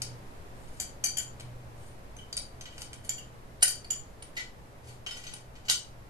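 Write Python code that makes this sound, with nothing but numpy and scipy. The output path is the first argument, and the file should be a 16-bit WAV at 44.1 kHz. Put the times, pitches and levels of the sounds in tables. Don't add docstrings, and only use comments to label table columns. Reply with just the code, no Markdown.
import sys
import numpy as np
from scipy import signal
from scipy.fft import rfft, irfft, next_fast_len
from scipy.io import wavfile

SR = 44100
rng = np.random.default_rng(int(sys.argv[2]) if len(sys.argv) > 2 else 0)


def master_out(mix):
    frames = np.transpose(np.atleast_2d(mix))
    ceiling = np.clip(frames, -1, 1)
    pcm = np.round(ceiling * 32767).astype(np.int16)
    wavfile.write(sys.argv[1], SR, pcm)


N = 268657

# (time [s], level [dB], skid [s], edge [dB], pan L-R [dB], spot [Hz], second spot [Hz],
# rebound delay [s], rebound level [dB], rebound spot [Hz])
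KNOCKS = [(0.7993, -31, 0.0035, 0.5, 1.5, 7440, 8780, 0.0069, -38.5, 7500),
          (1.039, -24, 0.0044, 5, 3, 6200, 2278, .018, -31, 4560),
          (1.169, -31.5, 0.0058, 1, 3, 3080, 10970, 0.013, -28, 6866),
          (3.092, -28, 0.0038, -4.5, -7, 7210, 3400, 0.088, -44.5, 2900),
          (3.678, -28, 0.0056, 7.5, -3.5, 4850, 5330, 0.02, -37, 4690),
          (3.9036, -28, 0.0046, -0.5, -13, 7060, 3000, 0.023, -44.5, 6850)]
def clinks():
    out = np.zeros((2, N))
    for s, db, skid_s, edge_db, pan_db, spot_hz, second_hz, delay_s, rebound_db, rebound_hz in KNOCKS:
        pan = from_db([[pan_db / 2], [-pan_db / 2]])
        t60_s = 3.3 * skid_s
        knock = contact(db, skid_s, t60_s, catch=0.58, grip_db=-17, snap_db=0, body_db=3.5,
                        edge_db=edge_db, spot_hz=[spot_hz, second_hz], lift_db=10)
        rebound = contact(rebound_db, skid_s=0.0095, t60_s=0.023, catch=0.67, grip_db=-11.5,
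                          snap_db=-1.5, body_db=6.5, edge_db=edge_db, spot_hz=rebound_hz, lift_db=16.5)
        add(out, s, pan * knock)
        add(out, s + delay_s, pan * rebound)
    return out


# (time [s], level [dB], skid [s], snap [dB], body [dB], edge [dB], spot [Hz], lift [dB],
# room send [dB])
JAW_BITES = [(3.6253, -18, 0.004, 12, 2.5, 17, 5400, 17.5, -3.5),
             (3.628, -14.5, 0.0066, 1, 0.5, -0.5, 9250, 13.5, -5),
             (5.6835, -37, 0.007, 15, -1, -29, 4160, 7, 9.5),
             (5.695, -28.5, 0.0061, -0.5, -1.5, -9, 2770, 20, 4.5),
             (5.699, -20.5, 0.00033, 34, -10.5, -7, 4050, 14, -3),
             (5.7027, -28, 0.0063, 7.5, -7, -2, 8800, 21, 3.5)]
def bites():
    out = np.zeros((2, N))
    for s, db, skid_s, snap_db, body_db, edge_db, spot_hz, lift_db, send_db in JAW_BITES:
        bite = contact(db, skid_s, t60_s=0.012, catch=0.51, grip_db=-3, snap_db=snap_db,
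                       body_db=body_db, edge_db=edge_db, spot_hz=spot_hz, lift_db=lift_db)
        add(out, s, bite * from_db([[0], [send_db]]))
    return out


# (time [s], level [dB], skid [s], edge [dB], spot [Hz], lift [dB])
JAW_CLICKS = [(0.0188, -30.5, 0.0023, 0.5, 4800, 8), (1.398, -44, 0.01, 3, 4000, 15),
              (2.166, -49, 0.0028, 15, 6220, 26.5), (2.3275, -35.5, 0.0018, -6, 4730, 17),
              (2.3673, -31, 0.0036, 9, 9230, 11), (2.3744, -32, 0.0025, -20, 4780, 14),
              (2.61, -42, 0.017, -1, 6080, 17), (2.78, -45, 0.0021, 2, 4800, 12),
              (2.819, -38.5, 0.0022, 3, 6560, 8), (2.931, -42.5, 0.011, 6, 5200, -15),
              (3.655, -33, 0.004, -1, 9560, 14.5), (3.845, -45, 0.0066, 2, 4530, 25),
              (4.2238, -42.5, 0.008, -9, 9250, 25.5), (4.3645, -53.5, 0.001, 0, 4680, 24),
              (5.3365, -40, 0.004, 6, 9250, 11)]
def clicks():
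    out = np.zeros(N)
    for s, db, skid_s, edge_db, spot_hz, lift_db in JAW_CLICKS:
        body_db = 0.93 * (-41.5 - db)
        click = contact(db, skid_s, t60_s=0.017, catch=0.42, grip_db=2.5, snap_db=22,
                        body_db=body_db, edge_db=edge_db, spot_hz=spot_hz, lift_db=lift_db)
        add(out, s, click)
    return out


# (time [s], level [dB], skid [s], edge [dB], spot [Hz], lift [dB])
JAW_SKIDS = [(2.187, -46.5, 0.028, 3, 3100, 27), (2.656, -45, 0.014, -15, 3080, 10),
             (2.723, -52, 0.042, -1, 3020, 14), (4.3683, -33.5, 0.0091, -27.5, 2000, 16.5),
             (4.377, -39.5, 0.0065, -17, 4530, 3), (4.396, -37.5, 0.0088, -9, 1990, 14),
             (5.064, -37, 0.0026, -23, 3150, 14.5), (5.069, -39, 0.0054, -3.5, 3130, 20),
             (5.1101, -41, 0.0058, -3, 5280, 14), (5.169, -44, 0.0045, 1, 6100, 15),
             (5.2392, -46.5, 0.0087, -2, 4630, 6), (5.267, -43.5, 0.0044, -8, 6100, 16),
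             (5.275, -49.5, 0.0053, -8, 4530, 17), (5.555, -53, 0.018, -12.5, 3830, 9)]
def skids():
    out = np.zeros(N)
    for s, db, skid_s, edge_db, spot_hz, lift_db in JAW_SKIDS:
        crunch = contact(db, skid_s, t60_s=0.043, catch=0.72, grip_db=7, snap_db=22.5,
                         body_db=3, edge_db=edge_db, spot_hz=spot_hz, lift_db=lift_db)
        add(out, s, crunch)
    return out


# (centre time [s], half length [s], level [dB], edge [dB])
SLIDES = [(0.729, 0.25, -61.5, 6), (1.837, 0.086, -60.5, 10), (2.803, 0.042, -49, 5),
          (3.053, 0.018, -47.5, 10), (3.623, 0.009, -29, 1), (4.887, 0.039, -51.5, 1),
          (4.363, 0.005, -40.5, -1.5), (5.219, 0.36, -53.5, -12), (5.657, 0.0069, -46.5, -14)]
def rubs():
    out = np.zeros(N)
    t = np.arange(-SR // 6, SR // 6) / SR
    for s, half_s, db, edge_db in SLIDES:
        force = asperities(len(t), per_s=200, spread_db=2) * np.exp(-(t / half_s) ** 2)
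        rub = steel(force, t60_s=0.046, grip_db=0, snap_db=13.5, body_db=-0.5, edge_db=edge_db)
        add(out, s + t[0], from_db(db) * np.sqrt(half_s * SR / 2) * rub)
    return out


def contact(db, skid_s, t60_s, catch, **timbre):
    t = np.arange(SR // 8) / SR
    force = unit_energy(asperities(len(t), per_s=3300, spread_db=11) * np.exp(-2 * t / skid_s))
    force[0] += catch
    gain = from_db(db) * np.sqrt(0.0096 * SR)
    return gain * steel(force, t60_s, **timbre)


def asperities(count, per_s, spread_db):
    hits = rng.random(count) < per_s / SR
    signs = rng.choice([-1, 1], count)
    return hits * signs * from_db(spread_db * rng.standard_normal(count))


# (frequency [Hz], level [dB], t60 [x contact t60])
WRENCH_MODES = [(747, -15, 1), (1830, -10.5, .9), (2323, -12.5, 1), (3025, -19, 1.3), (3207, -8.5, 1.3),
                (3700, -26, .8), (4599, 1.5, .95), (4714, -7.5, .9), (5136, -4.5, 1.2), (6160, 3, 1.1),
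                (7047, 7.5, 1.3), (7088, -10.5, 1), (7680, -1.5, .9), (8410, -1, 1), (9310, 0.5, 1),
                (9380, -6, .9), (9700, -0.5, 1), (10990, -3, 1.1), (11740, -8.5, .9), (12590, 0.5, 1),
                (12300, -15, 1)]
# (frequency [Hz], level [dB], t60 [x contact t60])
FITTING_MODES = [(1479, 1, .8), (1973, 3.5, 1), (2623, -14, .7), (2915, 1, 1.2), (3040, 0, 1.2),
                 (3663, -14, .6), (3958, -6.5, .8), (4127, -1.5, .7), (4396, 1, .8), (4664, -4.5, .7),
                 (4770, -6.5, .8), (5310, -5, .8), (6310, -5.5, .7), (7320, -2.5, .7), (7530, -0.5, .6),
                 (8590, 2, 1), (9200, 2, 1), (9610, -4, .8), (12610, -11.5, .6)]
def steel(force, t60_s, grip_db, snap_db, body_db, edge_db, spot_hz=0, lift_db=0):
    wrench = struck(force, WRENCH_MODES, t60_s, spot_hz, lift_db, detune=0.0015)
    fitting = struck(force, FITTING_MODES, t60_s, spot_hz, lift_db, detune=0.005)
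    mix = wrench + from_db(grip_db) * fitting + from_db(snap_db) * pipe_snap(force)
    tilt = [(3200, body_db), (4400, 1.34), (7600, 3.1), (9000, edge_db), (12000, 0.21 * edge_db)]
    return unit_energy(colour(mix, tilt))


def struck(force, modes, t60_s, spot_hz, lift_db, detune, spot_width_hz=260, choked_db=-22):
    out = 0
    for (hz, db, t60_ratio), shift in zip(modes, rng.standard_normal(len(modes))):
        held_hz = hz * (1 + detune * shift)
        buildup = ring(force, held_hz, t60_s=0.012)
        free = unit_energy(ring(buildup, held_hz, t60_s * t60_ratio))
        choked = unit_energy(ring(buildup, held_hz, t60_s=0.0075))
        nearness = np.max(np.exp(-((hz - np.asarray(spot_hz)) / spot_width_hz) ** 2))
        out = out + from_db(db + lift_db * nearness) * (free + from_db(choked_db) * choked)
    return out


def ring(force, hz, t60_s):
    radius = from_db(-60 / (t60_s * SR))
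    angle = 2 * np.pi * hz / SR
    drive = force + 1e-18 * np.arange(len(force))
    return signal.lfilter([1, 0, -1], [1, -2 * radius * np.cos(angle), radius * radius], drive)


# (frequency [Hz], gain [dB])
SNAP_SPECTRUM = [(100, -15), (350, -7.5), (700, -8), (1100, 0.5), (1600, -6.5), (2300, 7), (3300, 5.5),
                 (4700, 0), (7500, -2.5), (9400, 0), (10300, -5), (12600, -24.5), (14000, -12.5)]
def pipe_snap(force, round_trip_hz=771, return_gain=0.42):
    snap = colour(force, SNAP_SPECTRUM)
    hz = np.fft.rfftfreq(len(snap), 1 / SR)
    round_trip = return_gain * np.exp(-2j * np.pi * hz / round_trip_hz)
    return unit_energy(irfft(rfft(snap) / (1 - round_trip), len(snap)))


# (time [s], lag [s])
LEFT_DELAY = [(2.9, 0.00014), (3.5, 0.00021), (4.3, 0.000215), (5.0, 0.00018)]
def in_room(dry, send, wet_db=0.5, pan_db=2):
    n = np.arange(N)
    left = np.interp(n - in_time(LEFT_DELAY) * SR, n, dry[0])
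    direct = np.array([left, dry[1]])
    wet = np.array([signal.fftconvolve(send, room_response())[:N] for _ in direct])
    return (direct + from_db(wet_db) * wet) * from_db([[pan_db / 2], [-pan_db / 2]])


# (frequency [Hz], t60 [s])
ROOM_DECAY = [(300, 0.27), (2000, 0.27), (5000, 0.3), (9000, 0.24), (13000, 0.17)]
def room_response(onset_s=0.00057, dense_s=0.036):
    t = np.arange(SR // 2) / SR
    density = np.clip((t / dense_s) ** 2, 0.03, 1)
    echoes = rng.standard_normal(len(t)) * (rng.random(len(t)) < density) / np.sqrt(density)
    edges_hz = [100, 1500, 3500, 6000, 9000, 15000]
    tail = 0
    for low, high in zip(edges_hz, edges_hz[1:]):
        band = signal.sosfilt(signal.butter(3, [low, high], "band", fs=SR, output="sos"), echoes)
        t60_s = at_hz(ROOM_DECAY, np.sqrt(low * high))
        tail = tail + band * from_db(-60 * t / t60_s)
    return unit_energy(tail * (1 - np.exp(-t / onset_s)))


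# (frequency [Hz], relative density [dB])
AIR_SPECTRUM = [(15, 6), (24, -1), (34, -16), (50, 3), (60, -3), (85, -3), (150, -8.5), (300, -13.5),
                (550, -13.5), (800, -17.5), (1300, -24.5), (2000, -26.5), (3200, -33), (5000, -36),
                (13000, -40.5)]
# (frequency [Hz], side over mid [dB])
AIR_SIDE = [(30, -10), (120, -14), (250, -8.5), (500, -6), (1000, 3.5), (2500, 0), (12000, -0.5)]
# (time [s], relative level [dB])
AIR_ENVELOPE = [(0.0, -52.5), (0.83, -54), (4.95, -56), (6.09, -56)]
def air(gain_db):
    mid, side = (colour(noise, AIR_SPECTRUM) for noise in rng.standard_normal((2, N)))
    side = colour(side, AIR_SIDE)
    stereo = (mid + side * [[1], [-1]]) / mid.std()
    return from_db(in_time(AIR_ENVELOPE) + gain_db) * stereo


# (time [s], relative level [dB])
HUM_ENVELOPE = [(0, -41), (0.16, -43), (0.3, -57), (1.14, -55.5), (1.28, -43.5), (1.56, -42.5),
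                (1.86, -51.5), (3.33, -51), (3.55, -56), (4.78, -55), (4.92, -46.5), (5.06, -57.5),
                (6.09, -54)]
def hum(gain_db, pitch_hz=120.8, wander_hz=1.83, flutter_db=2):
    phase = 2 * np.pi * np.cumsum(pitch_hz + wander_hz * drift(rate_hz=5.2)) / SR
    level_db = in_time(HUM_ENVELOPE) + gain_db + flutter_db * drift(rate_hz=6.1)
    return np.sqrt(2) * from_db(level_db) * np.sin(phase)


def drift(rate_hz):
    knots = rng.standard_normal(int(N / SR * 40) + 200)
    slow = signal.sosfilt(signal.butter(2, rate_hz, fs=40, output="sos"), knots)[199:]
    return np.interp(np.linspace(0, 1, N), np.linspace(0, 1, len(slow)), slow / slow.std())


def colour(x, points):
    size = next_fast_len(len(x) + 2048, True) * 2
    gain = from_db(at_hz(points, np.fft.rfftfreq(size, 1 / SR)))
    cepstrum = irfft(np.log(gain))
    cepstrum[1:size // 2] *= 2
    cepstrum[size // 2 + 1:] = 0
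    return irfft(rfft(x, size) * np.exp(rfft(cepstrum)))[:len(x)]


def from_db(db):
    return 10 ** (np.asarray(db) / 20)


def unit_energy(x):
    return x / np.sqrt(np.sum(x ** 2) + 1e-20)


def at_hz(points, hz):
    knots_hz, values = np.transpose(points)
    return np.interp(np.log(np.maximum(hz, 1)), np.log(knots_hz), values)


def in_time(rows):
    return np.interp(np.arange(N) / SR, *np.transpose(rows))


def add(track, s, sound):
    start = max(round(s * SR), 0)
    track[..., start:start + sound.shape[-1]] += sound[..., :max(N - start, 0)]


def scene():
    metal = clinks() + skids() + rubs()
    clicking = clicks()
    biting, bite_send = bites()
    click_send = from_db(-4.5) * clicking
    work = in_room(metal + clicking + biting, send=metal.mean(axis=0) + click_send + bite_send)
    return work + air(gain_db=6.5) + hum(gain_db=-5.5)


def record(dry):
    cutoff_hz = 13300
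    lowpass = signal.ellip(10, 0.1, 80, cutoff_hz, fs=SR, output="sos")
    return signal.sosfilt(lowpass, np.tanh(dry))


dry = scene()
out = record(dry)
master_out(out)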